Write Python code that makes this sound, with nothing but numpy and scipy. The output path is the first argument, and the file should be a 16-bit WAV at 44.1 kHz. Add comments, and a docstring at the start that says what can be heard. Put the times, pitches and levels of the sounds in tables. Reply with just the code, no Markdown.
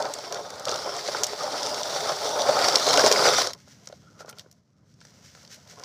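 """Toy loader on rough concrete

A hollow plastic toy loader is pushed towards a phone on a roof terrace, stops, and creeps on among pellets.
Random bumps ring the modes of the hollow body; grit grains and axle rattles ring the thin wheel shells.
Placed bursts ring the same modes as ticks of joints and pellets and as dull body knocks.
Filtered noise makes sand scuffs and a low town rumble; stick-slip impulses make the bucket arm creak.
A short bounce off the ground and one weak wall echo set the toy on the terrace.
"""
import sys
import numpy as np
from scipy import signal
from scipy.fft import rfft, irfft
from scipy.io import wavfile
from scipy.ndimage import uniform_filter1d

SR = 44100
rng = np.random.default_rng(int(sys.argv[2]) if len(sys.argv) > 2 else 0)


def to_wav(sig):
    """Store sig (one row per channel, or 1-D mono) as 16-bit WAV at the path in sys.argv[1].

    Samples outside -1..1 are clipped; the rate is SR.
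    """
    pcm = np.clip(np.atleast_2d(sig), -1, 1) * 32767
    pcm = np.round(pcm).astype(np.int16)
    wavfile.write(sys.argv[1], SR, pcm.T)  # frames by channels


N = 257713

# modes of the hollow body, seen from the front: mode_hz, width_hz, level_db, side_on_gain_db
BODY_MODES = [(143, 88, -17.5, 2.5), (327, 160, -12, 2), (439.5, 100, -3, 3.5), (525.6, 90, -3, 7),
              (601.3, 86.6, 6, -2.5), (691, 80, 4.5, -3), (773, 78, 3, -4), (862.3, 160, 1.5, -3),
              (1014, 170, -6.5, 6), (1278, 286, -3.5, 3), (1410, 78, -10, -5), (2140, 420, -18, 4.5)]
# modes of the thin wheel shells and panels, seen from the front: mode_hz, width_hz, level_db, side_on_gain_db
SHELL_MODES = [(2163, 1200, -1.5, 4.5), (2850, 250, 0, -2.5), (3190, 300, 0.5, 1.5), (3553, 358, 5, -4),
               (4037, 500, -1, 4), (4510, 420, 2, 0), (4960, 530, -5, 8), (5390, 310, 1.5, 1.5),
               (5770, 260, 1.5, -2), (6210, 910, -7, 3), (7520, 260, -6, 4.5), (8700, 110, -6.5, -2.5),
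               (10570, 87, -19.5, 1)]
# the toy swings its front to the phone, then passes it broadside: time_s, side_on_share (0-1)
SIDE_ON = [(0, 0.28), (1.1, 0.76), (1.5, 0.49), (2.5, 0.09), (2.85, 0.8), (3.5, 0.97), (5.84, 0.84)]
# the toy rocks, rests and creeps on: time_s, body_rumble_db, scuffing_db
CREEP = [(3.5, -69, -67), (3.6, -69, -59.5), (3.83, -64.5, -62.5), (4.0, -68.5, -62.5), (4.15, -63, -68.5),
         (4.21, -55.5, -80), (4.36, -55.5, -66), (4.44, -63.5, -70), (4.55, -73.5, -74), (4.65, -77, -78.5),
         (4.75, -76, -80.5), (4.84, -71, -77), (4.9, -73, -70), (4.98, -70, -70.5), (5.03, -69, -61),
         (5.15, -63, -61.5), (5.3, -64.5, -56), (5.43, -60, -60.5), (5.65, -61, -69), (5.76, -55, -54.5),
         (5.842, -45, -55)]


def body(uneven, rattles):
    """Bumps in the concrete shake the hollow body; its modes take turns among three wheels' own bumps."""
    bumps_per_s, bump_spread_db = 1200, 0.9
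    shared = unit(contacts(bumps_per_s, bump_spread_db)) + 1.1 * rattles
    wheels = []
    for _ in range(3):
        own = unit(contacts(bumps_per_s, bump_spread_db))
        wander_db = 2.3 * walk(50) + 1.6 * walk(4.935)
        wheels.append(undb(wander_db) * (shared + 0.8 * own))
    rung = ground(ring(wheels, BODY_MODES, 1.58, curve(SIDE_ON, column=1)))
    gain = rolling(column=1) + undb(curve(CREEP, column=1))
    return gain * unit(rung * undb(0.5 * uneven))


def grit(uneven, rattles):
    """Dense grains and sparser axle rattles ring the wheel shells, each panel in fits; fine dust hisses above."""
    # spectrum of the dust hiss: pitch_hz, relative_density_db (per Hz)
    dust_colour = [(4120, -27.5), (7000, -10.5), (9560, -18.5), (10800, -18.5), (11900, -25.5),
                   (14900, -19.5), (16000, -22)]
    grains_per_s, grain_spread_db = 2000, 1
    dust_db = -13.5  # against the shells, before the uneven ground moves it
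    panels = []
    for _ in range(5):
        grains = unit(contacts(grains_per_s, grain_spread_db))
        wander_db = 2.0 * walk(70) + 2.0 * walk(6.14)
        panels.append(undb(wander_db) * (rattles + grains))
    rung = ground(ring(panels, SHELL_MODES, 3.0, curve(SIDE_ON, column=1)))
    shells = unit(rung * undb(0.8 * uneven))
    dust = unit(colour(rng.standard_normal(N) + 0.54 * rattles, dust_colour))
    return rolling(column=2) * (shells + undb(dust_db + 0.52 * uneven) * dust)


def rolling(column):
    """Gain of a rolling layer: its level, lifted on every ridge that the wheels lurch over."""
    # the toy rolls nearer, passes and brakes; levels between ridges: time_s, body_rumble_db, grit_hiss_db
    levels = [(0.0, -30.5, -37.5), (0.05, -27.5, -42), (0.12, -40, -40.5), (0.3, -40.5, -43.5),
              (0.64, -39.5, -45), (0.83, -36.5, -38), (1.04, -41, -36), (1.17, -31, -33.5),
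              (1.25, -35, -36.5), (1.39, -35.5, -36.5), (1.44, -31, -36.5), (1.65, -32, -33),
              (1.89, -34, -33), (1.96, -31.5, -30.5), (2.11, -28, -32), (2.195, -34, -33.5),
              (2.25, -26, -31), (2.42, -26.5, -31.5), (2.684, -23, -25.5), (2.8, -27, -28),
              (2.9, -21.5, -25), (2.983, -17.5, -23), (3.03, -20, -24.5), (3.075, -18.5, -20),
              (3.1, -24, -25.5), (3.125, -22.5, -25), (3.173, -23, -26), (3.273, -20.5, -21.5),
              (3.352, -28.5, -25.5), (3.416, -28.5, -24), (3.51, -39, -43.5), (3.565, -58, -74),
              (3.64, -113, -90)]
    # ridges: start_s, body_rumble_gain_db, grit_hiss_gain_db, hold_s
    ridges = [(0.31, 5, 2, 0.028), (0.663, 7.5, 7.5, 0.032), (0.845, 6, 0, 0.11)]
    rise_s, fall_s = 0.012, 0.14
    t = np.arange(N) / SR
    lift_db = 0
    for row in ridges:
        corners_s = np.cumsum([0, rise_s, row[3], fall_s])
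        lift_db = lift_db + row[column] * np.interp(t - row[0], corners_s, [0, 1, 1, 0])
    return undb(curve(levels, column=column) + lift_db)


def axle_rattles():
    """Loose axles knock at random; each knock chatters on as noise that dies away exponentially."""
    rattles_per_s, spread_db, rattle_db = 180, 3.5, -7
    chatter_s, chatter_db = 0.0058, -5  # decay time constant and level of the chatter
    hits = undb(rattle_db) * unit(contacts(rattles_per_s, spread_db))
    dying = signal.lfilter([1], [1, -np.exp(-1 / (chatter_s * SR))], np.abs(hits))
    return hits + undb(chatter_db) * unit(dying * rng.standard_normal(N))


def ticks():
    """Joints and pellets tick: small hard contacts ring the wheel shells."""
    # start_s, peak_db of the ringing modes, brightest_hz, edge_db (sharp edge against those modes)
    tick_list = [(0.0244, -16, 5070, -18), (0.0533, -21, 4960, -16), (0.138, -15, 7000, -7),
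                 (0.186, -26, 4970, -11), (0.3246, -16, 4600, -10), (0.3453, -17, 4900, -15),
                 (0.372, -29, 2510, -18), (0.476, -43, 2800, -24), (0.504, -25.5, 7440, -5),
                 (0.597, -24, 7350, -7), (0.6539, -13.5, 5250, -11), (0.6842, -14, 3420, -21),
                 (0.6928, -14, 5530, -19), (0.7148, -14, 5030, -17), (0.7427, -17, 4580, -17),
                 (0.7592, -17, 4800, -12), (0.9655, -20, 6200, -14), (1.1485, -27, 3990, -23),
                 (1.2349, -3.5, 6560, -9.5), (1.2422, -7, 6000, -9), (1.2675, -15, 7500, -6),
                 (1.434, -19, 5470, -12), (1.5263, -24, 4700, -17), (1.5577, -30, 5830, -17),
                 (1.6315, -12.5, 5500, -19), (1.6631, -15, 5400, -16), (1.67, -25, 5450, -16),
                 (1.7029, -25, 4700, -17), (1.7448, -16, 4420, -17), (1.8327, -13.5, 5100, -19),
                 (1.939, -41, 5540, -17), (1.9474, -22.5, 3890, -32), (2.091, -17, 5100, -18),
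                 (2.165, -21, 6000, -17), (2.291, -19, 6000, -15), (2.345, -24, 5700, -17),
                 (2.4191, -10.5, 4800, -13), (2.5435, -21, 5740, -17), (2.616, -13, 4500, -29),
                 (2.6852, -3, 5060, -14), (2.7569, 1.5, 5250, -16), (2.784, -16, 3700, -17),
                 (2.8448, -17, 6000, -12), (2.8669, -7.5, 4260, -17), (2.8872, -7, 4300, -19),
                 (2.9083, -9.5, 4470, -21), (2.94, -3, 4700, -24), (2.9746, -6, 5550, -22),
                 (2.9755, -5, 3220, -24), (2.994, -5, 4800, -18), (3.0094, -10, 4800, -23),
                 (3.0629, -1, 5600, -21), (3.0744, -9, 5100, -14), (3.1154, -2, 5460, -13),
                 (3.1252, -0.5, 5160, -11), (3.161, -15, 2160, -20), (3.249, -15, 5500, -18),
                 (3.2556, -10.5, 5950, -19), (3.2884, -10, 3920, -15), (3.3855, -14, 4700, -6),
                 (3.4178, -7, 4720, -11), (3.472, -11, 4960, -12), (3.5341, -18.5, 5130, -7),
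                 (3.824, -53, 4470, -25), (3.842, -51, 5000, -12), (3.8593, -41, 5350, -1),
                 (3.8731, -24.5, 5300, -15), (3.8884, -38, 5800, -4), (3.9257, -36, 3880, -20),
                 (4.046, -61, 6950, -5), (4.11, -51, 6000, -11), (4.2054, -43, 5740, -17),
                 (4.2597, -42, 5500, -8), (4.2744, -54, 6500, -3), (4.2925, -28.5, 6440, -9),
                 (4.2973, -30, 4830, 3.5), (4.3104, -41, 5800, 4), (4.328, -37, 2820, -12),
                 (4.3854, -27.5, 4670, -8), (4.395, -24.5, 4530, -11), (4.4057, -40, 4770, -14),
                 (4.5138, -37.5, 6400, -3), (4.5264, -42.5, 6440, -4), (4.9008, -57, 5520, -14),
                 (4.9223, -55.5, 5000, -15), (4.9402, -49, 5500, -14), (5.005, -41, 5140, -17),
                 (5.013, -38, 4530, -19), (5.024, -44, 5090, -20.5), (5.0517, -34, 6340, -13),
                 (5.07, -42, 4970, -25), (5.3502, -39, 4450, -15), (5.4316, -41, 5740, -7),
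                 (5.45, -34.5, 4430, -12), (5.4765, -35, 5200, -18), (5.5269, -42, 5600, -1),
                 (5.545, -36, 6400, -1), (5.5997, -47, 3540, -20), (5.675, -38.5, 5000, -11),
                 (5.698, -37, 6000, -35), (5.758, -43, 5090, -17), (5.7973, -31, 5900, -9),
                 (5.837, -22.5, 5370, -16)]
    return blows(tick_list, SHELL_MODES, width_share=0.39, noisy=0.35, t60=0.018)


def knocks():
    """Dull knocks ring the hollow body around one strongest pitch."""
    # start_s, peak_db, strongest_hz
    knock_list = [(0.056, -19.5, 716), (0.184, -39, 452), (0.327, -26, 780), (0.356, -26, 520),
                  (0.368, -29, 790), (0.391, -25.5, 600), (0.457, -36, 620), (0.559, -40, 604),
                  (0.693, -19, 590), (0.722, -19.5, 575), (0.761, -25.5, 590), (0.858, -25, 537),
                  (0.892, -21, 830), (1.02, -43, 900), (1.086, -18.5, 525), (1.148, -16.5, 1100),
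                  (1.297, -39, 440), (1.332, -20, 580), (1.96, -18, 690), (2.095, -17, 680),
                  (2.12, -20, 720), (2.36, -16, 756), (2.682, -11.5, 646), (2.902, -18, 680),
                  (2.958, -23, 600), (2.98, -11.5, 640), (2.996, -8.5, 1000), (3.039, -7, 484),
                  (3.112, -7.5, 500), (3.159, -14, 617), (3.223, -12, 520), (3.256, -6.5, 990),
                  (3.282, -8, 640), (3.384, -11.5, 660), (3.47, -22.5, 685), (3.676, -44, 593),
                  (3.874, -39.5, 1040), (3.899, -37.5, 534), (3.926, -32, 530), (4.206, -32.5, 600),
                  (4.222, -43, 560), (4.247, -35.5, 550), (4.281, -35, 834), (4.328, -43, 550),
                  (4.444, -53, 500), (4.458, -56, 440), (4.461, -43, 201), (5.015, -42.5, 1418),
                  (5.05, -43.5, 1340), (5.35, -43, 1380), (5.797, -47.5, 645), (5.802, -42.5, 1590)]
    return blows(knock_list, BODY_MODES, width_share=0.98, noisy=0.6, t60=0.028)


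def scuff():
    """Fine sand dragged slowly: a soft hiss with a slight crackle."""
    # spectrum of dragged sand: pitch_hz, relative_density_db (per Hz)
    sand_colour = [(880, -32), (1500, -6), (2190, -5), (2410, -12), (2880, -8), (3590, -8.5), (5830, -1),
                   (9470, -21), (13300, -23.5), (14900, -22.5), (16000, -33.5)]
    # short drags over the sand: loudest_s, level_db, half_length_s
    drags = [(3.725, -61, 0.054), (3.88, -68, .04), (4.205, -46.5, 0.025), (4.295, -47, 0.018),
             (4.4, -55, 0.033), (5.04, -79, 0.059), (5.283, -66, 0.12), (5.537, -50, 0.091),
             (5.7, -52, 0.034)]
    sand = rng.standard_normal(N) + 0.7 * unit(contacts(890, 3.0))
    gain = undb(curve(CREEP, column=2)) + swells(drags)
    return gain * undb(1.8 * walk(30)) * unit(colour(sand, sand_colour))


def creak():
    """Stick-slip in the bucket hinge rings two narrow modes of the arm, most the one nearest to each creak."""
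    # modes of the arm: mode_hz, width_hz, level_db
    arm_modes = [(1374, 93, 1.5), (3300, 210, -4)]
    # creaks: loudest_s, level_db, half_length_s, strongest_hz
    creak_list = [(4.018, -73.5, 0.12, 3260), (4.081, -54, 0.024, 1380), (4.15, -63, 0.014, 1380),
                  (4.214, -44.5, 0.023, 1390), (4.299, -45.5, 0.01, 1360), (4.256, -58, 0.0092, 1400),
                  (4.334, -59, 0.015, 1390), (4.378, -58, 0.0091, 1360), (4.415, -64, 0.013, 1410)]
    slips = contacts(900, 1.6)
    out = np.zeros(N)
    for *swell, hz in creak_list:
        focused = band(slips, hz, 0.16 * hz)
        out += unit(ring([focused], arm_modes, 2.2)) * swells([swell])
    return out


def town():
    """Distant rumble: coloured noise that wavers a little, thin in the deep bass."""
    # spectrum of the rumble: pitch_hz, relative_density_db (per Hz)
    town_colour = [(15, -88.5), (25, -57.5), (76, -13), (108, -10), (170, -10), (217, -14), (320, -23.5),
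                   (600, -35.5), (850, -52), (1400, -49.5), (2350, -48), (3400, -69), (5500, -52.5),
                   (9000, -73.5), (12000, -78), (16000, -74.5)]
    # the rumble dips briefly: time_s, gain_db
    lull = [(4.45, 0.), (4.65, -6), (4.95, -1)]
    level_db = -57  # before the lull and the wavering
    thin_bass = signal.butter(2, 65, "high", fs=SR, output="sos")
    rumble = signal.sosfilt(thin_bass, colour(rng.standard_normal(N), town_colour))
    return undb(level_db + curve(lull, column=1) + 1.2 * walk(3)) * unit(rumble)


def blows(table, modes, width_share, noisy, t60):
    """Each blow: a push and a dying chatter that ring the modes nearest to its pitch."""
    t = np.arange(2048) / SR
    chatter_fade = np.exp(-np.log(1000) * t / t60)  # falls 60 dB in t60 seconds
    out = np.zeros(N + len(t))
    for s, db, hz, *edge_db in table:
        burst = noisy * rng.standard_normal(len(t)) * chatter_fade
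        burst[0] += 3.0  # the push
        side_on = np.interp(s, *np.transpose(SIDE_ON))
        rung = ring([band(burst, hz, width_share * hz)], modes, 4.0, side_on)
        rung = rung / np.abs(rung).max()
        if edge_db:  # hard contacts carry a broad bright edge above the modes
            edge = band(band(burst, 9700, 8100), 9700, 8100)
            rung = rung + undb(edge_db[0]) * edge / np.abs(edge).max()
        i = int(s * SR)
        out[i:i + len(t)] += undb(db) * rung
    return out[:N]


def ring(x, modes, shelf, side_on=0.):
    """Sum of resonances, each applied twice so the valleys stay dark; side-on gains shift their levels."""
    out = 0
    for k, (hz, width, db, *side_db) in enumerate(modes):
        push = x[k % len(x)]  # the modes take the signals in turn
        tone = band(band(push, hz, width), hz, shelf * width)
        out = out + undb(db + side_on * sum(side_db)) * tone
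    return out


def band(x, hz, width):
    """One resonance, gain 1 at its centre."""
    return signal.lfilter(*signal.iirpeak(min(hz, .45 * SR), hz / width, fs=SR), x)


def contacts(per_s, spread_db):
    """Random contact impulses of either sign, most small, a few large."""
    where, size, sign = rng.random(N), rng.exponential(size=N), rng.standard_normal(N)
    return (where < per_s / SR) * undb(spread_db * np.minimum(size, 3.5)) * sign


def walk(rate):
    """Random levels, one every 1 / rate s, joined by ramps, without slow drift; rms 1."""
    k = int(SR / rate)
    steps = np.repeat(rng.standard_normal(N // 50), k)[:N]
    ramps = uniform_filter1d(steps, k)
    return unit(ramps - uniform_filter1d(ramps, 5 * k))


def colour(x, points):
    """Causal minimum-phase filter with the given (Hz, dB) spectrum."""
    hz, db = np.transpose(points)
    f = np.linspace(1, SR / 2, 4097)
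    cep = irfft(np.interp(np.log(f), np.log(hz), db) * np.log(10) / 20)
    # folding the cepstrum onto positive time makes the filter causal
    cep[1:4096] *= 2
    cep[4097:] = 0
    impulse = irfft(np.exp(rfft(cep)))[:4096]
    return signal.fftconvolve(x, impulse)[:len(x)]


def swells(table):
    """Gain that rises to each row's middle and falls again, straight in dB."""
    edge_db = 15  # fall from the middle to the half length
    t = np.arange(N) / SR
    return sum(undb(db - edge_db * np.abs(t - s) / half) for s, db, half in table)


def curve(table, column):
    """One column of a table at every sample."""
    table = np.array(table)
    return np.interp(np.arange(N) / SR, table[:, 0], table[:, column])


def ground(x):
    """Direct sound plus its bounce off the concrete, which darkens it near 2.7 and 8 kHz."""
    return x + 0.55 * late(x, 0.000186)


def late(x, s):
    """The sound s seconds later."""
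    n = np.arange(len(x))
    return np.interp(n - s * SR, n, x, left=0)


def undb(db):
    """Decibels to linear gain."""
    return 10 ** (np.asarray(db) / 20)


def unit(x):
    """Scale to rms 1."""
    return x / np.sqrt(np.mean(x ** 2))


def scene():
    """The toy with its wall echo, over the town."""
    uneven = walk(29.81)  # rough patches jolt body and treads together
    rattles = axle_rattles()
    toy = body(uneven, rattles) + grit(uneven, rattles)
    toy = toy + ticks() + knocks() + scuff() + creak()
    wall_s, wall_db = 0.014, -16.5  # the terrace wall sends back one weak echo
    toy = toy + undb(wall_db) * late(toy, wall_s)
    return (toy + town())[None]


def record(dry):
    """The phone drops the deep bass, rounds the loudest peaks, dulls above its top and cuts the rest."""
    mic_top_hz, top_hz = 15500, 16800
    bass_cut = signal.butter(2, 45, "high", fs=SR, output="sos")
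    dulling = signal.ellip(8, .2, 24, mic_top_hz, fs=SR, output="sos")
    top_cut = signal.ellip(10, .2, 80, top_hz, fs=SR, output="sos")
    thin = signal.sosfilt(bass_cut, dry)
    rounded = np.tanh(.75 * thin) / .75
    dull = signal.sosfilt(dulling, rounded)
    return signal.sosfilt(top_cut, dull)


dry = scene()
out = record(dry)
to_wav(out)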